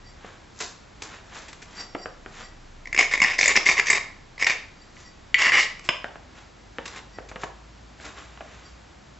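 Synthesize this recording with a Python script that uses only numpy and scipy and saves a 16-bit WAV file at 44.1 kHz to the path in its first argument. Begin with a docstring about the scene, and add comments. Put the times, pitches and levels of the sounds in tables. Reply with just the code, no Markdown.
"""A bare room, with a close microphone facing a knapper at work; the sound is narrow-band, nearly mono.
He rasps the edge of a flint blade with a small abrading stone: the grit grinds, catches and rings the
hand-held blade. Between strokes he brushes the leather leg pad, turns the blade in his fingers and sets
stones and tools down on his lap. The walls answer; a faint low drone, like a far engine, rises late."""
import sys
import numpy as np
from scipy import signal
from scipy.fft import rfft, irfft, next_fast_len
from scipy.io import wavfile
from scipy.ndimage import uniform_filter1d, minimum_filter1d

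SR = 44100
rng = np.random.default_rng(int(sys.argv[2]) if len(sys.argv) > 2 else 0)


def master_out(mix):
    """Clip the mix to full scale and print it as 16-bit PCM to the path in sys.argv[1]."""
    frames = np.transpose(np.atleast_2d(mix))
    ceiling = np.clip(frames, -1, 1)
    pcm = np.round(ceiling * 32767).astype(np.int16)
    wavfile.write(sys.argv[1], SR, pcm)


N = 405279

# Strokes along the edge. Each row: start and length in seconds, then ring level, crunch level and
# sag of the pressure over the stroke, all in dB.
EDGE_STROKES = [(2.98, 0.077, -25, -30, 12.5), (3.109, 0.053, -26, -31, 0), (3.214, 0.15, -28, -36.5, 6),
                (3.381, 0.095, -30, -24.5, -2), (3.474, 0.055, -23, -27, 3), (3.551, 0.029, -19, -25, -6),
                (3.654, 0.08, -26, -24.5, 7), (3.767, 0.033, -23, -31, -4), (3.856, 0.044, -29, -29, 8),
                (3.896, 0.089, -25, -28.5, -1.5), (4.389, 0.048, -30, -34.5, -15),
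                (4.464, 0.029, -22, -26.5, 14), (4.495, 0.045, -27, -31.5, 4),
                (5.372, 0.14, -20.5, -26.5, 1), (5.514, 0.1, -17, -27, 1), (5.564, 0.094, -25.5, -25.5, 7)]
# Grit catches on the edge. Each row: start in seconds, level in dB, ring in Hz, chip over ring in dB.
GRIT_CATCHES = [(2.8549, -26.5, 2120, -18.5), (2.8714, -26, 1920, -23), (2.9272, -14.5, 2110, -21.5),
                (2.9455, -12, 2060, -18.5), (2.9622, -12.5, 2200, -12), (2.9755, -6.5, 2210, -25),
                (2.9876, -2, 2200, -12), (2.9912, -2.5, 2120, -28), (3.0028, -10.5, 2090, -9),
                (3.0085, -5.5, 2150, -14), (3.0264, -10, 1940, -10), (3.1364, -6, 2110, -17),
                (3.1748, -13, 2080, -18), (3.2006, -7.5, 2166, -24), (3.2168, 2, 2134, -21),
                (3.2268, -6.5, 2150, -19), (3.2372, -6.5, 1980, -9.5), (3.2445, -4.5, 1980, -23),
                (3.2984, -15.5, 2130, -26), (3.3105, -14, 2130, -25), (3.3885, -3, 2050, -10.5),
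                (3.4092, -4.5, 2270, -13.5), (3.4283, -5.5, 2250, -12), (3.4397, -8.5, 2310, -12),
                (3.4565, -3.5, 2210, -10.5), (3.4775, -6, 2130, -1), (3.4828, -11, 2025, -15),
                (3.4905, -11, 2130, -27), (3.4954, -12, 2080, -16), (3.5563, -8, 1890, -15),
                (3.5618, -2, 2190, -8.5), (3.5665, -13, 2100, -11), (3.5714, -5, 2050, -8),
                (3.6632, -3, 2150, -16), (3.6684, -7, 2130, -10.5), (3.6872, 0, 2130, -18.5),
                (3.6914, -3, 2140, -17), (3.6964, -5.5, 2120, -17), (3.7114, -8, 2160, -22),
                (3.7784, -10.5, 1950, -12), (3.7858, -11.5, 2100, -20), (3.7963, -3.5, 2100, -21),
                (3.8676, -13.5, 2210, -4), (3.8822, -13, 2160, -17), (3.8995, -2, 2050, -1.5),
                (3.9034, -5.5, 2200, -14), (3.9135, -16, 2190, -18), (3.9285, -6.5, 2090, -21),
                (4.3785, -26.5, 2020, -12), (4.4233, -5.5, 2105, -22), (4.4324, -12, 2030, -14),
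                (4.4433, -11.5, 2210, -6.5), (4.4677, -5.5, 2030, -19), (4.4955, -9, 2375, -11),
                (4.5044, -10, 2160, -19), (4.5205, -16, 2110, -28), (5.4181, -7, 2080, -18),
                (5.4665, -7, 2000, -26), (5.5185, -6, 2020, -26), (5.5234, -8, 1980, -27),
                (5.5444, -7.5, 1960, -20)]
# The blade's resonances. Each row: frequency in Hz, width in Hz, level in dB.
UPRIGHT_MODES = [(1065, 210, -13.5), (1860, 320, -5), (2183, 293, -3), (2310, 660, -7.5),
                 (2740, 176, -15.5), (3687, 170, -18.5), (4620, 200, -18), (5104, 190, -14.5),
                 (5770, 150, -16.5), (6350, 110, -19), (6700, 130, -19), (7500, 49, -24.5)]
FLAT_MODES = [(1090, 390, -14), (1980, 600, 1.5), (2200, 370, -0.5), (2790, 270, -7.5), (4710, 400, -17),
              (5410, 460, -21), (6770, 250, -23.5)]
LOOSE_MODES = [(1910, 9.2, 8), (1990, 11, 9), (2130, 13, -1.5)]  # these ring on when the blade lies flat
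SINGING_MODES = [(1944, 34, 1), (4708, 140, 1), (5564, 130, -3.5), (7360, 130, -7.5)]  # under sliding fingers, lowest first
# Stone on stone. Each row: start in seconds, peak in dB.
BLADE_TAPS = [(4.967, -39.5), (5.3433, -1.5)]  # the stone taps the loosely held blade
COBBLE_CLACKS = [(5.8898, -0.5), (5.8918, -9.5)]  # it drops against another stone and strikes twice
# The ring after a blow. Each row: frequency in Hz, level in dB, seconds to fall 60 dB.
BLADE_FREE_MODES = [(1797, -19.5, 0.084), (1992, 0, 0.059), (2210, -4, 0.041), (2320, 16.5, 0.0077),
                    (2910, 20, 0.004), (4550, -5.5, 0.016), (5750, -32, 0.077), (7140, -14, 0.014)]
COBBLE_MODES = [(2780, -5.5, 0.0084), (3400, -17.5, 0.0099), (4910, -15.5, 0.0088), (6471, -34, 0.036),
                (7170, -26, 0.015)]
# Tools land on the lap. Each row: start in seconds, peak in dB, click over thud in dB, hollow note in Hz.
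LAP_KNOCKS = [(0.2455, -30, -10, 432), (1.9494, -19, -7, 370), (2.0581, -19, 0, 490),
              (2.2613, -25.5, 1, 394), (6.0436, -16, 6.5, 680), (6.1567, -28, -6, 680),
              (6.7848, -16, 2, 500), (7.1857, -21, -7, 463), (7.315, -28.5, -14, 680),
              (7.3592, -23, -2, 680), (7.435, -15, -1.5, 700), (8.0005, -33, 4, 700),
              (8.375, -31.5, 5, 700), (8.4075, -26, -5, 710)]
# Slides over leather and cloth. Each row: peak time, rise and fall in seconds, rustle and hiss in dB.
LEATHER_SLIDES = [(0.281, 0.16, 0.17, -48.5, -60), (0.62, 0.051, 0.098, -38, -34),
                  (1.035, .02, 0.076, -46, -43.5), (1.15, 0.16, 0.1, -43.5, -56),
                  (1.355, 0.082, 0.21, -41.5, -47.5), (1.809, 0.16, 0.059, -41.5, -47),
                  (2.41, 0.17, 0.073, -42, -49.5), (5.0, 0.095, 0.11, -54, -52.5),
                  (6.385, 0.093, 0.1, -48, -57.5), (6.989, 0.19, 0.028, -40.5, -48.5),
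                  (7.44, 0.048, 0.014, -37, -42.5), (8.06, 0.068, 0.084, -40, -48),
                  (8.18, 0.039, 0.11, -44, -53), (8.53, 0.63, 0.5, -51.5, -60)]
# Quick scuffs on the gritty pad. Each row: start in seconds, peak in dB, length in seconds.
PAD_SCUFFS = [(0.602, -17, 0.018), (1.02, -19.5, 0.0077), (1.48, -30, 0.024), (1.529, -28.5, 0.0075),
              (1.617, -29.5, 0.025), (1.797, -31.5, 0.02), (5.793, -31.5, 0.0065), (5.839, -31, 0.051),
              (6.854, -22.5, 0.016), (6.876, -24.5, 0.013), (6.958, -30, 0.021), (7.285, -29.5, 0.023),
              (8.004, -36, 0.03), (8.046, -33, 0.038)]
# Fingers on the blade. Each row: peak time and rise in seconds, lowest mode and upper modes in dB.
FINGER_SLIDES = [(0.088, .067, -57.5, -53.5), (1.808, 0.059, -38, -38), (2.041, 0.11, -54, -45),
                 (2.45, .04, -45.5, -48), (4.82, .06, -61, -56), (5.077, 0.055, -50, -51.5),
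                 (7.16, .06, -50, -54.5), (8.662, 0.047, -60, -51)]
# The far drone. Each row: time in seconds, pitch in Hz, level in dB.
DRONE_PATH = [(0.0, 30.1, -50.5), (0.54, 33.16, -63), (1.56, 28.54, -59), (2.89, 27.4, -47),
              (5.04, 26.57, -59.5), (5.71, 27.5, -53), (6.301, 48.34, -59.5), (7.37, 50.4, -50.5),
              (7.78, 56.7, -54), (9.19, 60.1, -54.5)]
# Spectra. Each row: frequency in Hz, gain in dB.
GRIT_SPECTRUM = [(40, -26.5), (150, -29), (500, -19.5), (1400, -20), (3200, -32), (5000, -26.5),
                 (7600, -27.5), (9000, -25)]  # crushing under the blade's resonances
COBBLE_SPECTRUM = [(40, -8), (130, -3), (400, -8.5), (1000, -1), (1800, 2), (3500, -1), (3850, -25),
                   (4600, -26), (5200, 2.5), (5700, -36), (8000, -50)]  # its thump and heavily damped body
THUD_SPECTRUM = [(35, -43), (70, -3.5), (220, 4.5), (400, 3.5), (750, 7.5), (1100, 3), (1980, -1.5),
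                 (3100, -10.5), (4000, -28), (5200, -70)]
CLICK_SPECTRUM = [(300, -25.5), (850, -1.5), (1600, 5.5), (2400, -3), (3300, -10), (4200, -22), (8000, -37)]
RUSTLE_SPECTRUM = [(120, -53), (200, -2.5), (588, -4.5), (1150, 0), (1640, 0), (4000, -9), (5200, -44.5),
                   (8800, -120)]
HISS_SPECTRUM = [(1000, -22), (2500, -3.5), (4500, 5), (7500, 6), (9000, -41)]
SCUFF_SPECTRUM = [(88, -55), (150, -13), (296, 2.5), (566, -3.5), (2570, 3.5), (3030, -5.5), (3400, -2.5),
                  (10300, -4), (17500, -74)]
WALL_SPECTRUM = [(150, 3.5), (700, 2.5), (1400, -1.5), (2100, -3), (3000, -1.5), (7500, 0.5)]
ROOM_TONE_SPECTRUM = [(29, -22.5), (50, -2.5), (360, -14.5), (454, -19), (723, -17), (1800, -21),
                      (2990, -25.5), (4670, -27), (7940, -31.5), (10300, -58.5), (17500, -120)]
FIZZ_SPECTRUM = [(8500, -30.5), (11000, -36.5), (12000, -49)]  # faint high fizz above 8 kHz
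# The room's decay. Each row: frequency in Hz, seconds to fall 60 dB.
ROOM_DECAY = [(150, 0.031), (500, 0.48), (1500, 0.44), (4000, 0.45), (8000, 0.31)]
# Stereo width at the microphone. Each row: frequency in Hz, side over mid in dB.
REFLECTION_WIDTH = [(30, -6), (130, -4), (300, -10), (1000, -5.5), (2200, -10.5), (4500, -8), (8000, -13)]
ROOM_TONE_WIDTH = [(60, -19.5), (300, -4), (600, 1.5), (1500, -7.5), (3350, -9), (7490, -22.5)]

LAID_FLAT_S = 5  # the blade is upright until then
CROSSOVER_HZ = 3490  # the blade's ring lies below, the crunch of the grit above
CRUNCH_FOLLOWS = 0.5  # share of the sag that the crunch follows
GRIP_PITCH_SPREAD, CONTACT_SPREAD_DB = 0.02, 2.5  # scatter from contact to contact
CHIP_HZ, CHIP_PITCH_SPREAD, CHIP_WIDTH_HZ, CHIP_PEAK_DB = 5720, 0.18, 1220, 5.5
JOLT_HZ, JOLT_PITCH_SPREAD, JOLT_S, JOLT_DB = 432, 0.552, 0.0012, -27.5
TOP_HZ, FIZZ_TOP_HZ = 7780, 15800


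def abrading():
    """Grit grinds and catches on the edge: coarsely with the blade upright, finely once it lies flat."""
    upright, flat = np.zeros((2, N))
    coarse = dict(hold=UPRIGHT_MODES, rate=1100, spread_db=2.5, attack=0.0051, release=0.004)
    fine = dict(hold=FLAT_MODES, rate=3500, spread_db=-0.2, attack=0.022, release=0.016)
    for s, length, ring_db, crunch_db, sag_db in EDGE_STROKES:
        track, texture = (upright, coarse) if s < LAID_FLAT_S else (flat, fine)
        add(track, s, stroke(length, ring_db, crunch_db, sag_db, **texture))
    for s, db, ring_hz, chip_db in GRIT_CATCHES:
        track, hold = (upright, UPRIGHT_MODES) if s < LAID_FLAT_S else (flat, FLAT_MODES)
        add(track, s, amp(db) * catch(hold, ring_hz, chip_db))
    return upright + filtered(flat, lambda hz: np.hypot(1, resonant(LOOSE_MODES)(hz)))


def stroke(length, ring_db, crunch_db, sag_db, hold, rate, spread_db, attack, release):
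    """A stream of crushed grains rings the blade and crunches above its ring; both follow the pressure."""
    t = np.arange(0, length, 1 / SR)
    fade = np.clip(np.minimum(t / attack, (length - t) / release), 0, 1)
    pressure_db = sag_db * (0.5 - t / length)
    grind = filtered(grains(rate, spread_db, size=len(t)), gripped(hold))
    low = unit(filtered(grind, lambda hz: 1 / np.hypot(1, (hz / CROSSOVER_HZ) ** 10)))
    high = unit(filtered(grind, lambda hz: 1 / np.hypot(1, (CROSSOVER_HZ / (hz + 1)) ** 10)))
    ringing = amp(ring_db + pressure_db) * low
    crunch = amp(crunch_db + CRUNCH_FOLLOWS * pressure_db) * high
    return fade * (ringing + crunch)


def catch(hold, ring_hz, chip_db):
    """The edge crumbles, kicks the main bending mode and jolts the hand; a chip snaps off."""
    t = np.arange(SR // 50) / SR
    pulse = lambda span: peaked((t / span) ** 3 * np.exp(-t / span))
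    force = pulse(0.00072)
    crumble = peaked(filtered(force * rng.standard_normal(len(t)), gripped(hold)))
    kick = force * np.sin(2 * np.pi * ring_hz * t)
    jolt = pulse(JOLT_S) * np.sin(2 * np.pi * JOLT_HZ * scatter(JOLT_PITCH_SPREAD) * t)
    snap = resonant([(CHIP_HZ * scatter(CHIP_PITCH_SPREAD), CHIP_WIDTH_HZ, CHIP_PEAK_DB)])
    chip = filtered(pulse(0.001) * rng.standard_normal(len(t)), snap)
    return peaked(crumble + amp(-1.0) * kick) + amp(JOLT_DB) * jolt + amp(chip_db) * chip


def gripped(hold):
    """One contact's colour: the grip shifts the blade's resonances, the spot on the edge favours some."""
    shift = scatter(GRIP_PITCH_SPREAD)
    peaks = [(hz, width, db + CONTACT_SPREAD_DB * rng.standard_normal()) for hz, width, db in hold]
    return lambda hz: np.hypot(resonant(peaks)(hz * shift), shape(GRIT_SPECTRUM)(hz))


def stone_blows():
    """Stone meets stone: the blade rings clearly, the cobble gives a dry, biting clack over a thump."""
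    out, t = np.zeros(N), np.arange(SR // 4) / SR
    for s, db in BLADE_TAPS:
        blade = ring(BLADE_FREE_MODES, t) * (1 - np.exp(-t / 0.0018))
        add(out, s, amp(db) * peaked(blade + contact(t, crush=0.074, t60=0.015)))
    for s, db in COBBLE_CLACKS:
        body = peaked(filtered(contact(t, crush=0.32, t60=0.018), shape(COBBLE_SPECTRUM)))
        add(out, s, amp(db) * peaked(body + ring(COBBLE_MODES, t)))
    return out


def tool_knocks():
    """A tool lands: the pad thuds, the lap gives a short hollow note, the hard parts click."""
    out, t = np.zeros(N), np.arange(SR // 10) / SR
    for s, db, click_db, hollow_hz in LAP_KNOCKS:
        thud = unit(filtered(contact(t, crush=0.37, t60=0.046), shape(THUD_SPECTRUM)))
        hollow = unit(ring([(hollow_hz, 0, 0.023)], t))
        click = unit(filtered(contact(t, crush=0.16, t60=0.0074), shape(CLICK_SPECTRUM)))
        add(out, s, amp(db) * peaked(thud + amp(-2.5) * hollow + amp(click_db) * click))
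    return out


def leather_rustle():
    """Skin and tools drag over leather: a grainy rustle with quick scuffs."""
    rustle = unit(filtered(grains(rate=2500, spread_db=4.0), shape(RUSTLE_SPECTRUM)))
    hiss = unit(filtered(grains(rate=2200, spread_db=7.5), shape(HISS_SPECTRUM)))
    out = sum(swell(s, rise, fall) * (amp(rustle_db) * rustle + amp(hiss_db) * hiss)
              for s, rise, fall, rustle_db, hiss_db in LEATHER_SLIDES)
    for s, db, length in PAD_SCUFFS:
        progress = np.arange(SR // 4) / SR / length
        drag = filtered(grains(rate=4200, spread_db=0.5, size=len(progress)), shape(SCUFF_SPECTRUM))
        add(out, s, amp(db) * peaked(drag * progress * np.exp(-3.5 * progress)))
    return out


def blade_singing():
    """Light finger friction keeps the blade's narrow modes sounding; the grip decides which are free."""
    low_gain, high_gain = sum(swell(s, rise, fall=0.056) * amp([[low_db], [high_db]])
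                              for s, rise, low_db, high_db in FINGER_SLIDES)
    low = unit(filtered(rng.standard_normal(N), resonant(SINGING_MODES[:1])))
    high = unit(filtered(rng.standard_normal(N), resonant(SINGING_MODES[1:])))
    return low_gain * low + high_gain * high


def reflections(x, build_up_s):
    """The walls' answer swells, then dies by band; a new tail each half second stands for moving hands."""
    out, hop = np.zeros((2, N + SR)), SR // 2
    for start in range(0, N, hop):
        hz, t, noise = signal.stft(rng.standard_normal((2, SR // 2)), SR, nperseg=256)
        decay = amp(-60 * t / along(ROOM_DECAY, hz)[:, None])
        onset = 1 - np.exp(-(t / build_up_s) ** 2)
        tail = signal.istft(noise * decay * onset, SR)[1]
        answer = signal.fftconvolve(x[None, start:start + hop], tail / np.linalg.norm(tail[0]), axes=1)
        out[:, start:start + answer.shape[1]] += answer
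    return diffuse(*filtered(out[:, :N], shape(WALL_SPECTRUM)), REFLECTION_WIDTH)


def far_drone():
    """One low tone in the distance idles and then climbs."""
    s, hz, db = np.transpose(DRONE_PATH)
    t = np.arange(N) / SR
    phase = 2 * np.pi * np.cumsum(np.interp(t, s, hz)) / SR
    return amp(np.interp(t, s, db)) * unit(np.sin(phase))


def room_tone():
    """A steady, dark hush from all around the microphone."""
    mid, side = unit(filtered(rng.standard_normal((2, N)), shape(ROOM_TONE_SPECTRUM)))
    return diffuse(mid, side, ROOM_TONE_WIDTH)


def diffuse(mid, side, width):
    """The two close microphone ports hear diffuse sound almost alike."""
    side = filtered(side, shape(width))
    return np.array([mid + side, mid - side])


def grains(rate, spread_db, size=N):
    """Tiny impacts of scattered sizes at random moments, about `rate` a second."""
    impacts = (rng.random(size) < rate / SR) * rng.choice([-1, 1], size)
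    return impacts * amp(spread_db * np.minimum(rng.standard_normal(size), 2))


def contact(t, crush, t60):
    """The force of a blow: one spike and a short crumbling, equally strong at all frequencies."""
    force = rfft((t == 0) + crush * rng.standard_normal(len(t)) * amp(-60 * t / t60))
    return irfft(force / np.abs(force), len(t)) * amp(-20 * t / t60)


def ring(modes, t):
    """Damped modes, at slightly new strengths for each blow."""
    return sum(amp(db + rng.normal(0, 1) - 60 * t / t60) * np.sin(2 * np.pi * hz * t)
               for hz, db, t60 in modes)


def swell(s, rise, fall):
    """Gain of a sliding movement that peaks at s; rise and fall, in seconds, each span 20 dB."""
    t = np.arange(N) / SR - s
    return amp(-20 * np.minimum(np.maximum(-t / rise, t / fall), 10))


def resonant(peaks):
    """The gain of a set of steep-sided resonances as a function of frequency."""
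    bell = lambda hz, centre, width: (hz * width) ** 2 / ((centre ** 2 - hz ** 2) ** 2 + (hz * width) ** 2)
    return lambda hz: np.sqrt(sum((amp(db) * bell(hz, centre, width)) ** 2 for centre, width, db in peaks))


def shape(points):
    """The gain of a (Hz, dB) spectrum as a function of frequency."""
    return lambda hz: amp(along(points, hz))


def along(points, hz):
    """Interpolate (Hz, value) points on a log axis."""
    point_hz, values = np.transpose(points)
    return np.interp(np.log(hz + 1), np.log(point_hz + 1), values)


def filtered(x, gain):
    """x through the causal filter with that gain."""
    size = 2 * next_fast_len(x.shape[-1] // 2 + 2048)
    cepstrum = irfft(np.log(np.maximum(gain(np.fft.rfftfreq(size, 1 / SR)), 1e-6)))
    cepstrum[1:size // 2] *= 2  # fold onto positive time for minimum phase
    cepstrum[size // 2 + 1:] = 0
    return irfft(rfft(x, size) * np.exp(rfft(cepstrum)), size)[..., :x.shape[-1]]


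def add(track, s, sound):
    """Mix a sound in at s seconds."""
    start = round(s * SR)
    track[start:start + len(sound)] += sound[:N - start]


def scatter(spread):
    """A random factor around 1."""
    return np.exp(spread * rng.standard_normal())


def amp(db):
    return 10 ** (np.asarray(db) / 20)


def unit(x):
    return x / np.sqrt(np.mean(x ** 2) + 1e-20)


def peaked(x):
    return x / np.max(np.abs(x))


def scene():
    """The work happens almost straight ahead of the microphone, with the room behind it."""
    work = abrading() + stone_blows() + tool_knocks() + leather_rustle() + blade_singing()
    direct = work * amp([[0.2], [-0.2]])
    walls = amp(-6.5) * reflections(work, build_up_s=0.0025)
    return direct + walls + far_drone() + amp(-50.5) * room_tone()


def record(dry):
    """A fast limiter holds down the highest peaks; above 8 kHz there is only a faint high fizz."""
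    ceiling, hold = 0.72, SR // 500
    needed_gain = ceiling / np.maximum(np.abs(dry).max(axis=0), ceiling)
    limited = dry * uniform_filter1d(minimum_filter1d(needed_gain, hold), hold)
    below = lambda hz, edge: 1 / np.sqrt(1 + (hz / edge) ** 160)
    band = lambda hz: np.hypot(below(hz, TOP_HZ), shape(FIZZ_SPECTRUM)(hz)) * below(hz, FIZZ_TOP_HZ)
    return filtered(limited, band)


dry = scene()
out = record(dry)
master_out(out)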